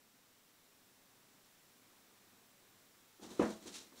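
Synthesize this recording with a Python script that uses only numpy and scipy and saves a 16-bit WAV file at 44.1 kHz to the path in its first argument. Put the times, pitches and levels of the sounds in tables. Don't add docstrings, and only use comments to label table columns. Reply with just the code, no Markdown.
import sys
import numpy as np
from scipy import signal
from scipy.fft import rfft, irfft, next_fast_len
from scipy.io import wavfile
from scipy.ndimage import map_coordinates

SR = 44100
rng = np.random.default_rng(int(sys.argv[2]) if len(sys.argv) > 2 else 0)


def master_out(mix):
    frames = np.transpose(np.atleast_2d(mix))
    ceiling = np.clip(frames, -1, 1)
    pcm = np.round(ceiling * 32767).astype(np.int16)
    wavfile.write(sys.argv[1], SR, pcm)


N = 176400


def amp(db):
    return 10 ** (np.asarray(db) / 20)


def unit(x):
    return x / np.sqrt(np.mean(x ** 2) + 1e-20)


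def along(points, hz):
    point_hz, values = np.transpose(points)
    return np.interp(np.log(hz + 1), np.log(point_hz + 1), values)


def curve(points):
    return np.interp(np.arange(N) / SR, *np.transpose(points))


def wobble(knots_per_s):
    knots = rng.standard_normal(int(N * knots_per_s / SR) + 4)
    return map_coordinates(knots, [np.arange(N) * knots_per_s / SR])


def filtered(x, response):
    size = next_fast_len(N + SR // 2)
    return irfft(rfft(x, size) * response(np.fft.rfftfreq(size, 1 / SR)), size)[:N]


def low_cut(x, hz, order):
    return signal.sosfilt(signal.butter(order, hz, "high", fs=SR, output="sos"), x)


def coloured(x, spectrum):
    return unit(filtered(x, lambda hz: amp(along(spectrum, hz))))


def noise(spectrum):
    return coloured(rng.standard_normal(N), spectrum)


def add(out, start_s, x):
    part = out[round(start_s * SR):][:len(x)]
    part += x[:len(part)]


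def ring(modes, t, attack_s):
    sines = sum(amp(db - 60 * t / t60_s) * np.sin(2 * np.pi * hz * t) for hz, db, t60_s in modes)
    return sines * (1 - np.exp(-t / attack_s))


def room_decay(x, build_s=0.0053):
    # frequency in Hz, T60 in seconds.
    room_t60 = [(80, 0.19), (250, 0.3), (1000, .29), (4000, 0.28), (12000, 0.16)]
    hz, t, bins = signal.stft(x, SR, nperseg=512)
    decay = amp(-60 * t / along(room_t60, hz)[:, None])
    tail = signal.istft(bins * decay, SR, nperseg=512)[1][:len(x)]
    return tail * (1 - np.exp(-np.arange(len(x)) / SR / build_s))


def microphone_hiss(level_db=-68, ripple_spacing_hz=1882, ripple_db=0.5, ripple_db_per_hz=0.00011):
    # frequency in Hz, relative density in dB.
    spectrum = [(15, -4), (35, -13.5), (82, -8.5), (103, -3), (130, -1.5), (245, -1), (380, -2),
                (600, -5.5), (950, -4.5), (1800, -6), (3000, -6.5), (5600, -7.5), (8000, -8.5),
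                (10500, -11.5), (15600, -9.5)]
    # time in seconds, level offset in dB.
    drift = [(0, -0.5), (.85, 0.46), (1.4, 0.9), (1.7, 1.3), (2.3, 1.06), (3.2, 1.3), (4, 2.8)]

    def ripple(hz):
        depth_db = ripple_db + ripple_db_per_hz * hz
        return amp(depth_db * np.cos(2 * np.pi * hz / ripple_spacing_hz))

    return amp(level_db + curve(drift)) * unit(filtered(noise(spectrum), ripple))


def room_rumble():
    # frequency in Hz, relative density in dB.
    spectrum = [(75, -32), (100, -3), (140, -15), (180, -10.5), (202, 1), (225, -9), (247, 0.5), (300, -6),
                (500, -9), (1300, -12.5), (2000, -18.5), (3000, -21), (8000, -36.5)]
    # time in seconds, level in dB.
    levels = [(0, -77.5), (.55, -77), (.88, -77), (1.1, -76), (1.2, -73.5), (1.38, -73), (1.52, -79),
              (1.92, -72.5), (2.14, -73.5), (2.32, -70.5), (2.48, -75), (2.7, -73), (2.87, -74.5), (4, -75)]
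    return amp(curve(levels)) * noise(spectrum)


def clothing(ticks_per_s=1600, tick_share=0.59, tick_spread_db=0.5, flutter_db=1.0, echo_db=-11):
    # peak time in seconds, swish in dB, rubbing in dB, rise and fall in seconds.
    strokes = [(1.46, -73, -86, .02, 0.022), (3.241, -57.5, -53.5, .022, 0.053),
               (3.275, -81, -61, 0.024, .06), (3.315, -59.5, -54.5, 0.025, 0.099),
               (3.43, -54.5, -49.5, 0.044, 0.083), (3.51, -56, -49.5, 0.019, 0.033),
               (3.632, -64, -61, 0.017, 0.03), (3.679, -53.5, -55.5, 0.023, 0.032),
               (3.759, -49.5, -62.5, 0.029, 0.044), (3.82, -78, -65.5, 0.045, 0.079),
               (3.929, -81, -60, 0.009, 0.022), (3.985, -62, -66.5, 0.025, .1)]
    # frequency in Hz, relative density in dB.
    swish_spectrum = [(200, -20), (900, -9.5), (1800, -7), (2850, -4.5), (3600, 0.5), (4100, 1), (4900, -4),
                      (5700, -0.5), (7200, -2.5), (8300, -6), (9500, -8), (11000, -15), (15500, -32)]
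    rub_spectrum = [(30, -26), (80, -7), (140, -12), (210, 2.5), (350, 0), (600, -7.5), (1100, -13.5),
                    (2000, -20.5), (5000, -40)]
    t = np.arange(N) / SR
    swish_power, rub_power = np.zeros(N), np.zeros(N)
    for peak_s, swish_db, rub_db, rise_s, fall_s in strokes:
        age_s = t - peak_s
        envelope = np.exp(-(np.minimum(age_s, 0) / rise_s) ** 2 - np.maximum(age_s, 0) / fall_s)
        swish_power += (amp(swish_db) * envelope) ** 2
        rub_power += (amp(rub_db) * envelope) ** 2
    catches = rng.random(N) < ticks_per_s / SR
    ticks = catches * rng.choice([-1, 1], N) * amp(tick_spread_db * rng.standard_normal(N))
    fibres = np.sqrt(tick_share) * coloured(ticks, swish_spectrum)
    fibres += np.sqrt(1 - tick_share) * noise(swish_spectrum)
    speed = np.sqrt(swish_power / swish_power.max())
    sheen = amp(-4.5) * speed * low_cut(noise(swish_spectrum), hz=5500, order=2)
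    swish = np.sqrt(swish_power) * (fibres + sheen) * amp(flutter_db * wobble(knots_per_s=140))
    tail = room_decay(rng.standard_normal(SR // 2))
    echo = signal.fftconvolve(swish, tail / np.linalg.norm(tail))[:N]
    return swish + amp(echo_db) * echo + np.sqrt(rub_power) * noise(rub_spectrum)


def room_boom(t, diffuse_db=-9):
    # frequency in Hz, relative level in dB, T60 in seconds.
    modes = [(193, -12, 0.23), (215.1, -12, 0.37), (244.8, -11.5, 0.26), (316, -12.5, 0.28),
             (338, -23, 0.53), (386, -25, 0.18), (646, -22.5, 0.45), (731, -25.5, 0.26)]
    # frequency in Hz, relative density in dB.
    spectrum = [(30, -40), (80, -10), (130, -14), (190, -2), (400, 0), (750, -6), (1300, -9), (2200, -15.5),
                (4000, -29), (9000, -45)]
    diffuse = room_decay(noise(spectrum)[:len(t)])
    return ring(modes, t, attack_s=0.0053) + amp(diffuse_db) * diffuse


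def wood_knock(t, attack_s=0.002, crunch_db=-15.5, crunch_t60_s=0.12, thud_delay_s=0.015):
    # frequency in Hz, relative density in dB.
    crunch_spectrum = [(200, -19), (700, -3), (1300, -19), (1900, -9), (2600, -7.5), (4000, -17),
                       (9000, -39)]
    # frequency in Hz, relative level in dB, T60 in seconds.
    wood_modes = [(313, -7, 0.11), (351, 7, 0.034), (481.4, -14, 0.28), (716, -17.5, 0.12),
                  (1008, -14.5, 0.071), (1237, -4.5, 0.034), (1290, -19, 0.074), (1750, -28, 0.032),
                  (2450, -29, .025), (4130, -21, 0.043)]
    thud_modes = [(85, -23, .09), (118, -20.5, 0.05), (184.4, -6.5, 0.075)]
    envelope = amp(crunch_db - 60 * t / crunch_t60_s) * (1 - np.exp(-t / attack_s))
    crunch = envelope * noise(crunch_spectrum)[:len(t)]
    knock = ring(wood_modes, t, attack_s) + crunch
    add(knock, thud_delay_s, ring(thud_modes, t, attack_s=0.003))
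    return knock


def bumps(room_delay_s=0.012):
    # start in seconds, gain in dB, contact time in seconds.
    hits = [(3.196, -53, 0.00086), (3.241, -52.5, 0.0011), (3.374, -54, 0.0021), (3.393, -33, 0.00089),
            (3.395, -19.5, 0.00099), (3.4121, -35, .00025), (3.657, -47.5, 0.001), (3.700, -50.5, 0.0013)]
    out, t = np.zeros(N), np.arange(SR // 2) / SR
    for start_s, gain_db, contact_s in hits:
        response = wood_knock(t)
        add(response, room_delay_s, room_boom(t))
        force = np.exp(-2 * np.pi * t / contact_s)
        bump = signal.fftconvolve(response, force / force.sum())[:len(t)]
        add(out, start_s, amp(gain_db) * bump)
    return low_cut(out, hz=55.4, order=4)


def scene():
    return (microphone_hiss() + room_rumble() + clothing() + bumps())[None]


def record(dry):
    top_hz = 15740
    return np.array([filtered(x, lambda hz: hz < top_hz) for x in dry])


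dry = scene()
out = record(dry)
master_out(out)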